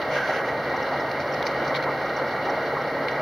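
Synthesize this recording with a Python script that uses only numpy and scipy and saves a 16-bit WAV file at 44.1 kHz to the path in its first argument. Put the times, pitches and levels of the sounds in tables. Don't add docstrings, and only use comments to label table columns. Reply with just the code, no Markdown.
import sys
import numpy as np
from scipy import signal
from scipy.fft import rfft, irfft
from scipy.io import wavfile

SR = 44100
rng = np.random.default_rng(int(sys.argv[2]) if len(sys.argv) > 2 else 0)


def int16_out(signal):
    q = np.round(np.clip(np.atleast_2d(signal).T, -1, 1) * 32767)
    wavfile.write(sys.argv[1], SR, q.astype(np.int16))


N = 141561


def amp(db):
    return 10 ** (np.asarray(db) / 20)


def freqs():
    return np.maximum(np.arange(N // 2 + 1) * SR / N, 1)


def colour(points):
    hz, db = np.array(points, float).T
    return amp(np.interp(np.log(freqs()), np.log(hz), db))


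def curve(rows, column=1):
    table = np.array(rows, float)
    return np.interp(np.arange(N) / SR, table[:, 0], table[:, column])


# [f/Hz, level/dB]
STEREO_WIDTH = [(30, -37), (130, -46), (300, -64), (600, -59), (900, -20), (1500, -21.5), (2000, -11.5),
                (2700, -6.5), (3400, -4.5), (4300, -11), (5400, -7.5), (6600, -3), (9000, -0.5)]


def noise(gain):
    white = rfft(rng.standard_normal((2, N)))
    width = np.array([np.ones(len(gain)), colour(STEREO_WIDTH)])
    middle, side = irfft(white * gain * width, N)
    return np.array([middle + side, middle - side]) * np.sqrt(SR / 2)


def walk(rate):
    drift = irfft(rfft(rng.standard_normal(N)) / (1 + (freqs() / rate) ** 4), N)
    return (drift - drift.mean()) / drift.std()


def tone(pitch):
    return np.sin(2 * np.pi * np.cumsum(pitch) / SR)


def burst(start, attack, hold, decay):
    age = np.arange(N) / SR - start
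    fall = np.exp(-np.maximum(age - attack - hold, 0) / decay)
    return np.clip(age / attack, 0, 1) * fall


def restless(points, flicker_db, flicker_rate, count=9):
    octave = np.clip(np.log2(freqs() / (SR / 2)) + count, 0, count - 1)
    gain, total = colour(points), 0
    for k in range(count):
        share = np.sqrt(np.maximum(1 - abs(octave - k), 0))
        total = total + noise(gain * share) * amp(flicker_db * walk(flicker_rate))
    return total


# [f/Hz, level per hertz/dB]
WIND_COLOUR = [(900, -91.5), (2200, -88.5), (2830, -75), (3300, -84.5), (3750, -81.5), (4250, -77.5),
               (4750, -83), (5500, -89), (6200, -96), (7000, -114.5), (9000, -108), (15000, -120)]
# [t/s, level/dB]
WIND_SWELL = [(0, 0.39), (.55, -0.79), (.9, 1.7), (1.1, -0.26), (1.4, 0.6), (1.7, 1.2), (2.05, -.5),
              (2.6, 0.25), (3.0, -0.9), (3.2, .3)]


def wind():
    hiss = restless(WIND_COLOUR, flicker_db=1.27, flicker_rate=15)
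    return hiss * amp(curve(WIND_SWELL) + 0.91 * walk(45))


# [f/Hz, level per hertz/dB]
RUSH_COLOUR = [(400, -80), (600, -53.5), (900, -69), (1250, -59.5), (1500, -56), (2100, -58), (2900, -68.5),
               (3500, -75.5), (4500, -76.5), (5600, -77.5), (6400, -82), (7500, -100.5), (11000, -93),
               (15000, -106)]
# [t/s, level/dB]
RUSH_SWELL = [(.06, -30), (.125, -4.5), (.175, -2), (.215, -8), (.32, -4), (.385, -7), (.43, -19),
              (.49, -7.5), (.58, -33)]
# [t/s, f/Hz, level/dB, pitch waver/Hz]
HOLLOW_PATH = [(.14, 1710, -52, 79), (.166, 1590, -25, 70), (.205, 1550, -30.5, 70), (.232, 1570, -28, 80),
               (.27, 1560, -34.5, 110), (.31, 1554, -30.5, 130), (.39, 1560, -31, 120),
               (.47, 1413, -42, 110), (.54, 1500, -63, 80)]


def passing_growth():
    rush = noise(colour(RUSH_COLOUR)) * amp(curve(RUSH_SWELL) + 1.5 * walk(37))
    pitch, waver = curve(HOLLOW_PATH), curve(HOLLOW_PATH, column=3)
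    scrape = sum(tone(pitch + waver * walk(136.7)) for _ in range(2))
    return rush + scrape * amp(curve(HOLLOW_PATH, column=2))


# [f/Hz, level/dB, pitch waver/Hz]
DRONE_TONES = [(83.4, -58.5, 2.7), (140.1, -45.5, 1.42), (269, -50, 5.53)]
# [t/s, level/dB]
DRONE_SWELL = [(0, -12), (.14, 3), (.25, -11), (.53, 1), (.8, -1.5), (.94, 1), (1.12, -7), (1.22, 2.5),
               (1.4, -2), (1.65, 3), (2.1, -3), (3.15, 1.5)]


def engine_drone():
    drone = 0
    for hz, db, waver in DRONE_TONES:
        strength = np.sqrt(2) * amp(db + 1.26 * walk(4.4))
        drone = drone + strength * tone(hz + waver * walk(7.8))
    return drone * amp(curve(DRONE_SWELL))


# [f/Hz, width/Hz, level/dB]
WHINE_BANDS = [(1898.4, 44, -41.5), (2890, 31, -68), (3990, 15, -62), (6400, 52, -77.5)]
# [t/s, level/dB, hold/s, f/Hz]
FLARES = [(0.48, -26.5, 0.013, 1918)]
GEAR_HZ, GEAR_DB, GEAR_WAVER_HZ = 1870, -40, 9
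WHINE_FLUTTER_DB, WHINE_FLUTTER_RATE_HZ = 3, 35


def drivetrain_whine():
    power = 0
    for hz, width, db in WHINE_BANDS:
        power = power + amp(db) ** 2 / width / (1 + (2 * (freqs() - hz) / width) ** 4)
    rough = noise(np.sqrt(power)) * amp(WHINE_FLUTTER_DB * walk(WHINE_FLUTTER_RATE_HZ))
    whine = rough + np.sqrt(2) * amp(GEAR_DB) * tone(GEAR_HZ + GEAR_WAVER_HZ * walk(39))
    for start, db, hold, hz in FLARES:
        whine = whine + amp(db) * burst(start, 0.0082, hold, 0.0058) * tone(hz + 20 * walk(91))
    return whine


# [t/s, level/dB, pitch it falls towards f/Hz]
SQUEAK_EVENTS = [(0.696, -50, 5400), (0.762, -43.5, 5500), (.823, -41.5, 5200), (.999, -41.5, 5160),
                 (1.32, -43, 5300), (1.675, -54, 6000), (2.056, -48.5, 5370), (2.163, -40.5, 5350),
                 (2.273, -47.5, 5240), (2.447, -50, 5500), (2.496, -42, 5250), (2.811, -47, 5160),
                 (3.111, -46.5, 5300)]
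SQUEAK_S, SQUEAK_FALL_HZ, SQUEAK_FALL_S, SQUEAK_ROUGH_HZ = 0.014, 1235, 0.0036, 235
CABIN_DECAY_S, CABIN_DB = 0.015, -8


def squeaks():
    t, chirps = np.arange(N) / SR, 0
    rough = SQUEAK_ROUGH_HZ * walk(500)
    for start, db, hz in SQUEAK_EVENTS:
        age = np.maximum(t - start, 0)
        pitch = hz + SQUEAK_FALL_HZ * np.exp(-age / SQUEAK_FALL_S) + rough
        swell = np.sin(np.pi * np.minimum(age / SQUEAK_S, 1) ** 0.88)
        chirps = chirps + amp(db) * swell * tone(pitch)
    tail = rng.standard_normal((2, N)) * np.exp(-t / CABIN_DECAY_S)
    tail /= np.sqrt(np.sum(tail ** 2, axis=1, keepdims=True))
    echo = signal.fftconvolve(chirps[None], tail, axes=1)[:, :N]
    return chirps + amp(CABIN_DB) * echo


# [f/Hz, level per hertz/dB]
PANE_COLOUR = [(1200, -72), (2200, -45), (2900, -64), (3500, -67.5), (4300, -63.5), (5300, -68.5),
               (6300, -74.5), (7200, -98), (9000, -85.5), (15000, -86)]
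# [t/s, level/dB, ringing f/Hz, decay/s]
KNOCKS = [(1.1143, -31, 4700, 0.0036), (1.2033, -34.5, 4200, .003), (1.4264, -24.5, 3670, .002),
          (1.4665, -25, 4770, 0.0037), (1.758, -29.5, 4230, 0.0064), (1.767, -33, 4270, .007),
          (1.825, -33, 4270, .006), (1.8374, -33.5, 4280, .005)]
# [multiple of its ringing f, level/dB]
KNOCK_MODES = [(.68, -14), (.92, -0.5), (1, 1.5), (1.13, -6), (1.32, -20.5), (1.66, -17)]
CRACK_DB = 21


def knocks():
    out, crack = 0, noise(colour(PANE_COLOUR)) * amp(CRACK_DB)
    for start, db, hz, decay in KNOCKS:
        age = np.maximum(np.arange(N) / SR - start, 0)
        ring = 0
        for ratio, mode_db in KNOCK_MODES:
            ring = ring + amp(mode_db) * np.sin(2 * np.pi * (hz * ratio * age + rng.random()))
        out = out + amp(db) * burst(start, 0.00035, 0, decay) * (ring / 2 + crack)
    return out


# [t/s, level/dB, hold/s, brightest f/Hz]
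RATTLE_EVENTS = [(0.014, -6.5, .008, 3830), (1.198, -10.5, 0.02, 5030), (1.335, -2, 0.005, 5100),
                 (1.451, -4, 0.0032, 5200), (1.463, 0, 0.006, 5200), (1.494, -13, 0.018, 5500),
                 (1.665, -10.5, 0.031, 5400), (1.743, -3, 0.022, 3580), (1.828, -10, 0.015, 3530),
                 (3.083, -3.5, 0.0053, 3500)]
RATTLE_ATTACK_S, RATTLE_DECAY_S = 0.0014, 0.01
RATTLE_DB, RATTLE_GRAIN_DB = -7, 4.5


def rattles():
    out = 0
    for start, db, hold, hz in RATTLE_EVENTS:
        nearness = np.exp(-(np.log2(freqs() / hz) / 0.52) ** 2)
        focus = amp(14 * nearness - 10.5)
        envelope = burst(start, RATTLE_ATTACK_S, hold, RATTLE_DECAY_S)
        out = out + noise(colour(PANE_COLOUR) * focus) * amp(db) * envelope
    return out * amp(RATTLE_DB + RATTLE_GRAIN_DB * walk(360))


# [f/Hz, level per hertz/dB]
ROAD_COLOUR = [(15, -84), (45, -87), (72, -69.5), (100, -72), (122, -64.5), (190, -66), (270, -61),
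               (410, -60), (520, -53.5), (610, -54), (680, -57.5), (850, -57.5), (1000, -62.5), (1170, -63),
               (1320, -60.5), (1550, -61.5), (2150, -63), (2400, -72.5), (2750, -104), (4000, -110)]
# [t/s, level/dB]
ROAD_SWELL = [(0, -0.5), (.15, -0.6), (.4, -0.1), (.7, 0), (.9, 0.5), (1.2, -.5), (1.5, 1.1), (1.85, 0.5),
              (2.07, -0.5), (2.5, 0.5), (2.8, 0), (2.96, -0.55), (3.2, 0.9)]
# [t/s, level/dB, hold/s, centre f/Hz]
BUMP_EVENTS = [(0.099, 4, 0.056, 640), (0.284, 7, 0.022, 840), (0.368, 2.5, 0.023, 490),
               (0.736, 3.5, 0.012, 997), (0.918, 6, 0.021, 800), (1.613, 8, 0.012, 319.7),
               (1.707, 2.5, 0.043, 1050), (1.87, 5.5, .018, 1020), (2.189, 3, 0.028, 639),
               (2.448, 4, 0.023, 380), (2.468, 6, 0.024, 853), (2.565, 4, 0.015, 720),
               (2.722, 7, .012, 399), (2.754, 5, .018, 1050)]
BUMP_ATTACK_S, BUMP_DECAY_S, BUMP_OCTAVES = 0.0039, 0.019, 0.41
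BUMP_THUD_DB, BUMP_RING_DB, BUMP_WAVER = -1.5, -36, 0.0912


def road():
    roar = restless(ROAD_COLOUR, flicker_db=0.73, flicker_rate=9.2) * amp(curve(ROAD_SWELL))
    shake = 1 + BUMP_WAVER * walk(145.6)
    for start, db, hold, hz in BUMP_EVENTS:
        panel = np.exp(-(np.log2(freqs() / hz) / BUMP_OCTAVES) ** 2)
        thud = noise(colour(ROAD_COLOUR) * panel) * amp(BUMP_THUD_DB)
        ring = amp(BUMP_RING_DB) * tone(hz * shake)
        roar = roar + (thud + ring) * amp(db) * burst(start, BUMP_ATTACK_S, hold, BUMP_DECAY_S)
    return roar


def scene():
    background = wind() + passing_growth() + engine_drone() + drivetrain_whine()
    fittings = squeaks() + knocks() + rattles()
    return background + fittings + road()


# [f/Hz, width/Hz]
RECORDER_NOTCHES = [(1770, 184), (2530, 308), (4965, 154)]
SELF_NOISE_DB = -101.5
GAP_HZ, TOP_HZ = (6950, 8650), 15750


def record(dry):
    f = freqs()
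    hiss_colour = colour([(3000, 11.5), (9000, -12.5), (11000, 1.5), (13000, -3.5), (16000, 0.0)])
    hiss = noise(amp(SELF_NOISE_DB) * hiss_colour)
    notches = 1
    for hz, width in RECORDER_NOTCHES:
        notches = notches * abs(f - hz) / np.hypot(f - hz, width / 2)
    lean = colour([(500, 0), (1100, -0.073), (1500, -1.1), (2000, 0.082), (4000, -0.45), (12000, -0.068)])
    sides = np.array([lean, 1 / lean])
    y = irfft(rfft(dry + hiss) * notches * sides, N)
    gap = signal.butter(5, GAP_HZ, "bandstop", fs=SR, output="sos")
    top = signal.ellip(12, 0.1, 80, TOP_HZ, fs=SR, output="sos")
    return signal.sosfilt(top, signal.sosfilt(gap, y))


dry = scene()
out = record(dry)
int16_out(out)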